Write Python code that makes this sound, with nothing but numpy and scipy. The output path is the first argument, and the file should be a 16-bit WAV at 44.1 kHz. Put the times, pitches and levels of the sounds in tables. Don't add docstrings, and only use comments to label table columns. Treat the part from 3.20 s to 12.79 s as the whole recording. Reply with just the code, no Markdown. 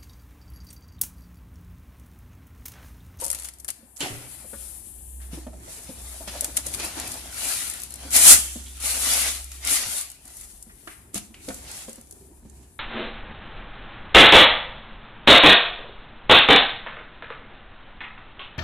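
import sys
import numpy as np
from scipy import signal
from scipy.fft import rfft, irfft, next_fast_len
from scipy.io import wavfile
from scipy.ndimage import uniform_filter1d, map_coordinates

SR = 44100
rng = np.random.default_rng(int(sys.argv[2]) if len(sys.argv) > 2 else 0)


def inscribe(sig):
    pcm = np.round(np.clip(np.atleast_2d(sig).T, -1, 1) * 32767)
    wavfile.write(sys.argv[1], SR, pcm.astype(np.int16))


def volts_from_db(level):
    exponent = np.asarray(level, float) / 20
    return 10 ** exponent


N = 422912

# peak in seconds, scrape level in dB, rise in seconds, fall in seconds, rattle over scrape in dB.
DRAG_STROKES = [(.02, -49, 0.13, 0.38, 12), (.28, -54.5, 1, 0.037, 9), (.49, -42.5, 0.012, 0.04, 0),
                (.82, -35.5, 0.034, 0.14, 0), (.87, -49, 0.045, 1, 1), (1.43, -56, 0.18, 0.37, 11.5),
                (2.02, -57, 0.017, 0.22, 1.5), (2.14, -49, 0.049, 0.22, 5), (2.52, -50.5, 0.11, 0.35, 10.5),
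                (3.03, -51, 0.99, 0.056, 9), (3.08, -36, 0.011, 0.049, -2), (3.178, -42, 0.2, 0.091, 1),
                (3.248, -44.5, 0.076, 0.23, 7.5), (3.372, -47, 0.046, 0.091, 8),
                (3.39, -40.5, 0.025, 0.044, 7), (3.47, -45, 0.054, 0.76, 8.5), (3.65, -36, 0.14, 0.17, 1),
                (3.6, -39, 0.022, 0.056, -2), (3.784, -38.5, 0.077, 0.48, -1.5),
                (3.91, -45, 0.16, 0.49, 6.5), (4.86, -45.5, 0.21, 0.61, 1), (7.08, -58.5, 0.11, 0.52, 2.5),
                (8.15, -68.5, 0.03, 0.18, 10.5), (8.5, -48, 0.16, 0.45, -5), (9.0, -70, 0.34, 0.48, 14.5),
                (9.41, -66.5, 0.4, 0.43, 7)]
# peak in seconds, scrape level in dB, rise in seconds,
# fall in seconds, rattle over scrape in dB.
TILT_SLIDES = [(4.18, -41, 0.051, 0.21, -1), (4.3, -32.5, 0.24, 0.5, 6), (4.965, -22.5, 0.056, 0.22, 9),
               (5.075, -18.5, 0.056, 0.15, 10.5), (5.115, -19.5, 0.16, 0.08, 15),
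               (5.15, -31.5, .04, .12, 13), (5.21, -44.5, 0.093, 0.38, 14.5),
               (5.33, -58, 0.088, 0.18, 14.5), (5.49, -57.5, 0.15, 0.16, 12),
               (5.604, -42.5, .008, 0.16, 5.5), (5.66, -31, 0.059, 0.36, 6.5),
               (5.92, -28.5, 0.31, 0.37, 6.5), (6.07, -31, 0.55, 0.18, 5.5), (6.32, -52, 0.057, 0.38, 8),
               (6.48, -31, 0.07, 0.47, -6), (6.53, -29.5, 0.098, 0.16, 11), (6.64, -37, 0.31, 0.26, 0),
               (6.79, -39, 0.3, 0.11, 11.5), (6.88, -58, .08, 0.22, 10.5), (7.2, -57.5, 0.24, 0.48, 14.5),
               (7.69, -62.5, 0.29, 0.42, 10.5), (7.96, -36, 0.025, 0.061, 6),
               (8.0, -54.5, 0.032, 0.19, 8.5), (8.3, -51.5, 0.15, 0.39, 9.5), (8.45, -60.5, .15, .15, 4.5),
               (8.57, -46, .2, 0.32, 7), (8.7, -63.5, .05, 0.13, 7.5)]
# time in seconds, left-right difference in dB.
TREBLE_PAN = [(0.0, 7), (0.35, 2), (0.51, 8), (0.77, -10), (1.79, 24.5), (2.35, -5), (2.67, 1), (4.78, 3.5),
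              (5.45, -3.5), (5.53, 2), (7.1, 1), (7.42, 4.5), (7.74, 13.5), (7.88, -0.5), (8.81, -1.5),
              (9.16, 2.5), (9.27, -7.5), (9.59, -5.5)]
# frequency in Hz, density in dB per Hz.
RATTLE_COLOUR = [(2650, -18), (4500, -3.5), (6000, -1), (9000, 2.5), (12000, 4), (15000, 5.5),
                 (17000, -55.5)]
# frequency in Hz, density in dB per Hz.
SCRAPE_COLOUR = [(650, -34.5), (1100, -7.5), (1380, 0), (1670, -6), (1990, 1), (3300, 0), (4200, 1),
                 (5500, -1.5), (7150, -7), (12100, -120)]
# frequency in Hz, density in dB per Hz.
WALL_COLOUR = [(88, -48.5), (150, -40), (258, 1), (329, -12), (708, 0), (1000, -5), (1400, -12), (1820, -6),
               (3080, -120)]
# time in seconds, peak in dB, clack over peak in dB.
CHUTE_BEANS = [(0.012, -23.5, -26), (0.038, -21.5, -32), (0.0432, -18.5, -30), (0.05, -22, -28),
               (0.063, -20.5, -17), (0.08, -23, -25), (0.101, -14, -15), (0.113, -17, -30),
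               (0.128, -20, -27), (0.147, -19.5, -8), (0.186, -28, -5), (0.197, -26.5, -18),
               (0.2209, -30, -2), (0.233, -28, -30), (0.2432, -28.5, -13), (0.2468, -26, -5),
               (0.254, -29, -17), (0.2852, -24.5, -4.5), (0.336, -35, -28), (0.3845, -39, -35),
               (0.397, -37, -40), (0.3997, -32.5, -42), (0.4449, -25, -23), (0.4798, -23.5, -8),
               (0.485, -20, -7.5), (0.502, -19, -14), (0.762, -36.5, -16), (0.7673, -33.5, -10),
               (0.775, -35, -18), (0.804, -19.5, -15)]
# time in seconds, peak in dB,
# clack over peak in dB.
BIN_TICKS = [(2.2674, -56, -10), (3.0769, -30.5, -3), (3.2078, -13.5, -25), (3.2442, -13.5, -8),
             (3.3635, -25, -22), (3.3675, -11, -11), (3.3712, -11.5, -8), (3.462, -22.5, -27),
             (3.4655, -18.5, -22), (3.4844, -28.5, -17), (3.534, -25, -15), (3.5378, -19, -2.5),
             (3.5452, -18.5, -6), (3.597, -24.5, 6), (3.647, -23, -10), (3.7808, -32, -12),
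             (3.798, -19, -12), (3.8745, -23, -18), (3.9168, -20.5, -19), (3.9399, -27, -18),
             (4.1425, -27.5, -13), (4.1799, -26, -18), (4.4782, -23, -18), (4.4978, -18, -22),
             (4.511, -26.5, -20), (4.536, -24.5, -14.5), (4.5989, -27, -20), (4.6173, -24, -23.5),
             (4.6335, -20.5, -33), (4.705, -28.5, -15), (4.7205, -31, -27), (4.7386, -24.5, -13),
             (4.7562, -29.5, -26), (4.9053, -23, -11), (4.9132, -23, -14), (4.932, -15.5, -16),
             (4.9431, -12.5, -14.5), (4.963, -3, -18.5),
             (5.5684, -34.5, -25.5), (5.6007, -32, -25.5), (5.6244, -27, -15), (5.6568, -20, -20),
                  (5.881, -18, -20), (5.934, -11.5, -20), (5.969, -20, -20), (6.242, -28, -24),
                  (6.316, -28.5, 0.5), (6.4485, -18, -20), (6.4713, -13, -19), (6.8102, -19.5, -30),
                  (6.8999, -27.5, -43), (6.915, -31, -27), (7.053, -34.5, -24), (7.077, -34, -21),
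                  (7.102, -38, -30), (7.168, -30, -30), (7.2105, -28, -29), (7.238, -33, -27),
                  (7.425, -29, -45.5), (7.943, -18, -12), (7.9556, -21.5, -19.5), (7.9772, -21, -6),
                  (8.2857, -28, 4.5), (8.3426, -27, -22), (8.513, -26.5, -20), (8.5684, -31.5, -9),
                  (8.6936, -30, -28), (8.729, -31, -26.5), (8.7563, -34, -24), (8.8111, -36.5, -22),
                  (8.8704, -44.5, -25), (8.9093, -31, -23), (8.9234, -34, -25.5), (9.2966, -40, -23)]
# time in seconds, peak in dB.
RIM_SNAPS = [(0.0408, -20), (0.1022, -11), (0.1142, -19), (0.1298, -20), (0.1482, -21), (0.4865, -19),
             (3.2095, -5), (3.245, -4), (3.3693, -11), (3.3725, -10), (4.6342, -21), (5.9355, -13)]
# time
# in seconds, peak in dB, low mode in Hz, high mode in dB, high mode in Hz.
WALL_THUDS = [(0.018, -45.5, 368, 12.5, 553), (.059, -53, 101, 14.5, 560), (.1, -53, 300, 10, 537),
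              (0.588, -45, 233, -24, 510), (.627, -40, 246, -16, 520), (.827, -26.5, 109, -4.5, 399),
              (1.242, -41, 231, -4, 538), (1.329, -34.5, 231, -2.5, 548), (2.128, -25, 161, -9.5, 296),
              (2.173, -26.5, 323, -20, 488), (2.265, -26, 238, -7.5, 614), (2.33, -41.5, 226, 1, 635),
              (2.477, -43.5, 152, 4.5, 650), (2.576, -40, 436, -14, 680), (2.69, -27, 235, -10.5, 526),
              (2.938, -50, 272, 3, 630), (3.005, -42.5, 298, 6, 650), (3.075, -32, 197, -8, 572),
              (3.152, -38, 287, 4, 562), (3.198, -46, 270, 1, 670), (3.221, -37, 268, 3, 574),
              (3.279, -37, 291, -6, 583), (3.348, -48, 249, 3, 564), (3.377, -33, 285, -4, 676),
              (3.461, -37, 320, -2, 543), (3.598, -30.5, 330, -19, 643), (3.635, -32, 326, -19, 920),
              (3.768, -26.5, 317, -8, 883), (5.096, -24, 318, -18, 600), (5.356, -25, 240, -18, 603),
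              (7.465, -37.5, 235, -23, 510), (7.671, -34.5, 321, -9, 725), (7.939, -28.5, 303, -11, 413),
              (7.956, -23, 209, -15, 721), (8.103, -37.5, 246, -30, 502), (8.281, -22.5, 268, -5.5, 517),
              (8.298, -30.5, 207, -4, 700), (8.68, -29, 231, -6.5, 565), (8.778, -34.5, 233, -14, 560),
              (9.249, -33, 215.5, -34, 557),
              (0.02, -27, 903, -19, 1120), (0.855, -29, 382, -3, 758), (4.85, -31, 268, -11, 550),
               (5.179, -35, 201, -22, 400), (6.514, -29.5, 288, -26, 590), (6.665, -32.5, 108, -28, 300),
               (7.057, -48, 294, -9, 750), (7.332, -45, 192, -27, 403), (7.629, -46, 369, -14, 700),
               (8.925, -41, 393, -25, 705), (8.962, -45, 379, -24, 680), (9.009, -41, 372, -24, 698),
               (9.045, -44, 389, -25, 700), (9.08, -45, 398, -27, 700), (9.125, -52, 943, -12, 905),
               (9.225, -40, 219.4, -25, 600), (9.111, -41, 320, -22, 646)]
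# time in seconds, peak in dB, low mode in Hz,
# high mode in dB, high mode in Hz.
CHUTE_BOOMS = [
    (0.804, -32.5, 290.6, -11, 560),
    (0.9, -30, 119.4, -17.5, 400),
]
# time in seconds, peak
# in dB, pitch in Hz, t60 in seconds.
SCUFFS = [(0.4846, -33, 2730, 0.016), (0.4994, -36, 2400, 0.038), (0.806, -21.5, 2975, 0.29),
          (0.82, -27.5, 2010, 0.47), (1.332, -37, 1478, 0.12), (2, -47, 1655, 0.49),
          (2.4, -54, 2000, 0.3), (7.494, -43, 1802, 0.16), (7.673, -25.5, 1594, 0.068),
          (7.673, -49, 2684, 0.052), (7.71, -42, 1916, 0.21), (8.303, -28.5, 1430, 0.07),
          (7.952, -40, 1647, 0.065), (0.445, -35.5, 1400, 0.035), (4.535, -35, 1893, .2),
          (4.95, -23, 3130, .25), (5.06, -13, 3204, .35), (5.2, -35.5, 3280, .4),
          (5.35, -42.5, 3480, .4), (5.46, -39, 3490, .3), (6.475, -28, 3770, .3),
          (0.13, -27.5, 1497, 0.046), (3.378, -38, 1350, .08), (2.43, -42, 1107, 0.16),
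          (7.7, -43, 2560, 0.2), (8.1414, -31, 2684, 0.034), (8.142, -48, 2096, 0.042),
          (8.2, -47, 2310, .2), (7.69, -40.5, 1605, 0.24), (7.725, -47, 2282, .15),
          (8.146, -44.5, 2387, 0.29), (8.171, -56, 2087, 0.16)]
# frequency in Hz, t60 in seconds.
HALL_ECHO = [(200, 0.65), (2000, 0.9), (10000, 0.23)]
# time in seconds, frequency in Hz.
MOTOR_PITCH = [(0, 63.6), (4.3, 62.2), (4.8, 64.86), (9.59, 66.5)]
# time in seconds, level in dB.
HUM_LEVEL = [(0.0, -52), (0.21, -44.5), (0.59, -65), (1.44, -43.5), (1.65, -51.5), (2.0, -34), (2.35, -38),
             (2.51, -58), (2.86, -39), (4.54, -52), (4.91, -38), (6.46, -38.5), (6.54, -50), (7.88, -64),
             (8.41, -50), (8.8, -70), (9.4, -43), (9.59, -71.5)]
# time in seconds, rumble level in dB, handling level in dB.
RUMBLE_HAND_LEVEL = [(0.0, -59, -56), (0.51, -63, -69), (1.12, -58.5, -70), (1.36, -56.5, -51.5),
                     (3.87, -50, -57), (4.73, -54.5, -62), (5.13, -41.5, -53), (5.34, -57, -53),
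                     (6.67, -57.5, -48.5), (6.76, -61.5, -63), (7.4, -59.5, -51), (7.8, -54, -62),
                     (8.3, -52.5, -51), (8.84, -54.5, -62), (9.4, -55, -52), (9.59, -58, -64.5)]
# time in
# seconds, level in dB.
AIR_LEVEL = [(0, -64), (.7, -61), (0.85, -46), (0.94, -49.5), (1.51, -45.5), (1.64, -48), (2.02, -51),
             (2.26, -62.5), (2.48, -58.5), (2.64, -53), (3.1, -48.5), (3.4, -53), (5.5, -74), (7, -61),
             (7.9, -65), (8.9, -63), (9.23, -68.5), (9.59, -63.5)]
# frequency in Hz, density in dB per Hz.
AIR_COLOUR = [(900, -50.5), (1500, -21.5), (3000, -8.5), (5500, -16), (7500, 1), (10000, 1.5), (15000, 6.5),
              (17000, -55.5)]
# frequency in Hz, density in dB per Hz.
RUMBLE_COLOUR = [(35, -29.5), (60, 2.5), (129, -8.5), (209, -10.5), (378, -11.5), (478, -23), (559, -28),
                 (996, -26.5), (1150, -54.5), (2500, -33), (3250, -76), (5500, -120)]
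# frequency in Hz, density in dB per Hz.
HAND_COLOUR = [(12, -35.5), (25, -21), (45, 5), (70, -15.5), (110, -37), (200, -87)]
# frequency in Hz, left-right likeness from -1 to 1.
LIKENESS = [(60, 0.95), (180, 0.99), (550, 0.73), (1640, 0.29), (4950, 0.037), (14900, -0.1)]
# frequency in Hz, gain in dB.
LEFT_CAVITY = [(3000, -4), (7300, -1), (8500, 4), (9800, 9), (11500, 2), (14300, -10.5)]
# frequency in Hz, gain in dB.
RIGHT_CAVITY = [(3000, -3.5), (5000, -6), (7400, 3.5), (8500, 0), (9500, -8), (10500, -10.5),
                (11500, -16.5), (12500, -20), (14300, -19)]


def beans():
    drag, tilt = swells(DRAG_STROKES), swells(TILT_SLIDES)
    scrape_gain, rattle_gain = np.sqrt(drag + tilt)
    wall_gain = np.sqrt(drag[0] * volts_from_db(2 * 0.5) + tilt[0] * volts_from_db(2 * -8) + volts_from_db(2 * -63.5))
    clump = wobble(45)
    rattle = volts_from_db(1.5 + 1.0 * clump) * treble_sides() * stereo(patter(4500, 1.8, 0.83), RATTLE_COLOUR)
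    floor = patchy(patter(1500, 2.7, 1.4), depth_db=3.0)
    scrape = volts_from_db(4.5 + 0.31 * clump + 1.2 * wobble(30)) * stereo(floor, SCRAPE_COLOUR)
    wall = volts_from_db(-0.8 + 1.5 * wobble(25)) * stereo(patter(500, 4.8, 1.164), WALL_COLOUR)
    return rattle_gain * rattle + scrape_gain * scrape + wall_gain * wall


def swells(rows):
    hop = 32
    t = np.arange(0, N, hop) / SR
    scrape, rattle = 0, 0
    for s, db, rise_s, fall_s, rattle_db in rows:
        rising = (abs(t - s) / rise_s) ** 1.585
        falling = (abs(t - s) / fall_s) ** 1.215
        away = np.where(t < s, rising, falling)
        power = volts_from_db(db - 26.5 * away) ** 2
        scrape = scrape + power
        rattle = rattle + power * volts_from_db(rattle_db) ** 2
    return np.repeat([scrape, rattle], hop, axis=1)[:, :N]


def patter(rate, spread_db, hush):
    hit = rng.random((2, N)) < rate / SR
    size = volts_from_db(spread_db * rng.standard_normal((2, N))) * rng.choice([-1, 1], (2, N))
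    return unit(hit * size) + hush * rng.standard_normal((2, N))


def patchy(pair, depth_db):
    z = signal.stft(pair, nperseg=1024)[2]
    field = uniform_filter1d(rng.standard_normal(z.shape[1:]), size=3, axis=0)
    field = uniform_filter1d(field, size=5, axis=1)
    return signal.istft(z * volts_from_db(depth_db * unit(field)), nperseg=1024)[1][:, :N]


def ticks():
    t = np.arange(SR // 8) / SR
    snap, clack = np.zeros((2, 2, N + len(t)))
    click = volts_from_db(-60 * t / 0.007) * (1 - np.exp(-t / 0.0003))
    shiver = volts_from_db(-60 * t / 0.041) * (1 - np.exp(-t / 0.00031))
    for s, db, clack_db in CHUTE_BEANS + BIN_TICKS:
        start = round((s + .001) * SR)
        at = slice(start, start + len(t))
        snap[:, at] += volts_from_db(db) * (0.62 * click + volts_from_db(-10.0) * shiver)
        clack[:, at] += volts_from_db(db + clack_db - 5) * shiver
    spikes = np.zeros(N)
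    for s, db in RIM_SNAPS:
        spikes[round(s * SR)] = volts_from_db(db)
    signs = np.sign(rng.standard_normal((2, N)))
    struck = (snap[:, :N] * signs + spikes) * treble_sides()
    bright = volts_from_db(3.0) * filtered(struck, lambda hz: volts_from_db(along(RATTLE_COLOUR, hz)))
    return bright + volts_from_db(-1) * clack[:, :N] * stereo(rng.standard_normal((2, N)), SCRAPE_COLOUR)


def bins():
    out, t = np.zeros((2, N + SR)), np.arange(SR // 3) / SR
    wall_t60_s, boom_t60_s = 0.11, 0.67
    blows = [(*row, wall_t60_s) for row in WALL_THUDS]
    blows += [(*row, boom_t60_s) for row in CHUTE_BOOMS]
    for s, db, low_hz, high_db, high_hz, t60 in blows:
        fade = volts_from_db(db - 60 * t / t60) * (1 - np.exp(-t / 0.0025))
        modes = rough_ring(low_hz, t, 0.058) + volts_from_db(high_db + 5.5) * rough_ring(high_hz, t, 0.087)
        cluster = sum(rough_ring(high_hz * k, t, 0.051) for k in (.7, 1.45, 2.1, 2.9))
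        out[:, round(s * SR):][:, :len(t)] += fade * (modes + volts_from_db(high_db - 16.0) * cluster)
    for s, db, hz, t60 in SCUFFS:
        fade = volts_from_db(db - 60 * t / np.clip(t60, .02, .4)) * (1 - np.exp(-t / 0.0013))
        band = rough_ring(hz, t, 0.271) + 0.29 * rough_ring(1.7 * hz, t, 0.46)
        out[:, round(s * SR):][:, :len(t)] += fade * band
    return out[:, :N]


def rough_ring(hz, t, rough):
    shared, own = rng.standard_normal(len(t)), rng.standard_normal((2, 1))
    return np.sin(2 * np.pi * hz * t + rough * np.cumsum(shared) + 0.5 * own * hz / 500)


def echo(x):
    hz, t, z = signal.stft(rng.standard_normal((2, SR // 2)), SR, nperseg=256)
    decay = volts_from_db(-60 * t / along(HALL_ECHO, hz)[:, None])
    tail = signal.istft(z * decay, SR, nperseg=256)[1]
    return signal.fftconvolve(x, tail / np.linalg.norm(tail[0]), axes=1)[:, :N]


def hall():
    (hz,), (hum_db,), (air_db,) = curves(MOTOR_PITCH), curves(HUM_LEVEL), curves(AIR_LEVEL)
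    rumble_db, hand_db = curves(RUMBLE_HAND_LEVEL)
    hum = np.sqrt(2) * volts_from_db(hum_db) * np.sin(2 * np.pi * np.cumsum(hz) / SR)
    rumble = volts_from_db(rumble_db + 5.0 + 2.2 * wobble(8.5)) * stereo(rng.standard_normal((2, N)), RUMBLE_COLOUR)
    hand = volts_from_db(hand_db + 1.5 * wobble(6.1)) * stereo(rng.standard_normal((2, N)), HAND_COLOUR)
    hiss = stereo(rng.standard_normal((2, N)), AIR_COLOUR)
    air = volts_from_db(air_db + 4.0 + 1.7 * wobble(29)) * sides(4.4) * hiss
    return hum * sides(-.6) + rumble + hand + air


def unit(x):
    return x / np.sqrt(np.mean(x ** 2) + 1e-20)


def along(points, hz):
    f, v = np.transpose(points)
    return np.interp(np.log(hz + 1), np.log(f + 1), v)


def curves(rows):
    s, *cols = np.transpose(rows)
    return [np.interp(np.arange(N) / SR, s, c) for c in cols]


def wobble(rate):
    knots = rng.standard_normal(int(N * rate / SR) + 4)
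    return map_coordinates(knots, [np.arange(N) * rate / SR])


def filtered(x, response):
    m = next_fast_len(N + 8192)
    return irfft(rfft(x, m) * response(np.fft.rfftfreq(m, 1 / SR)), m)[..., :N]


def sides(db):
    return volts_from_db(np.outer([.5, -.5], db))


def treble_sides():
    return sides(curves(TREBLE_PAN)[0] - 4.5)


def stereo(pair, spectrum):
    def response(hz):
        turn = np.arccos(np.clip(along(LIKENESS, hz), -1, 1)) / 2
        return volts_from_db(along(spectrum, hz)) * [np.cos(turn), np.sin(turn)]
    mid, side = filtered(pair, response)
    return unit(np.array([mid + side, mid - side]))


def scene():
    knocks = bins() + ticks()
    return knocks + volts_from_db(-12.0) * echo(knocks) + beans() + hall()


def band_limit(x):
    return signal.sosfilt(signal.butter(12, 15300, fs=SR, output="sos"), x)


def record(dry):
    def port_response(hz):
        cavities = np.array([along(LEFT_CAVITY, hz), along(RIGHT_CAVITY, hz)])
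        return volts_from_db(cavities) * (hz < 14380)
    ports = filtered(dry, port_response)
    overloaded = ports / (1 + np.abs(ports / 1.15) ** 8) ** (1 / 8)
    return band_limit(overloaded)


dry = scene()
out = record(dry)
inscribe(out)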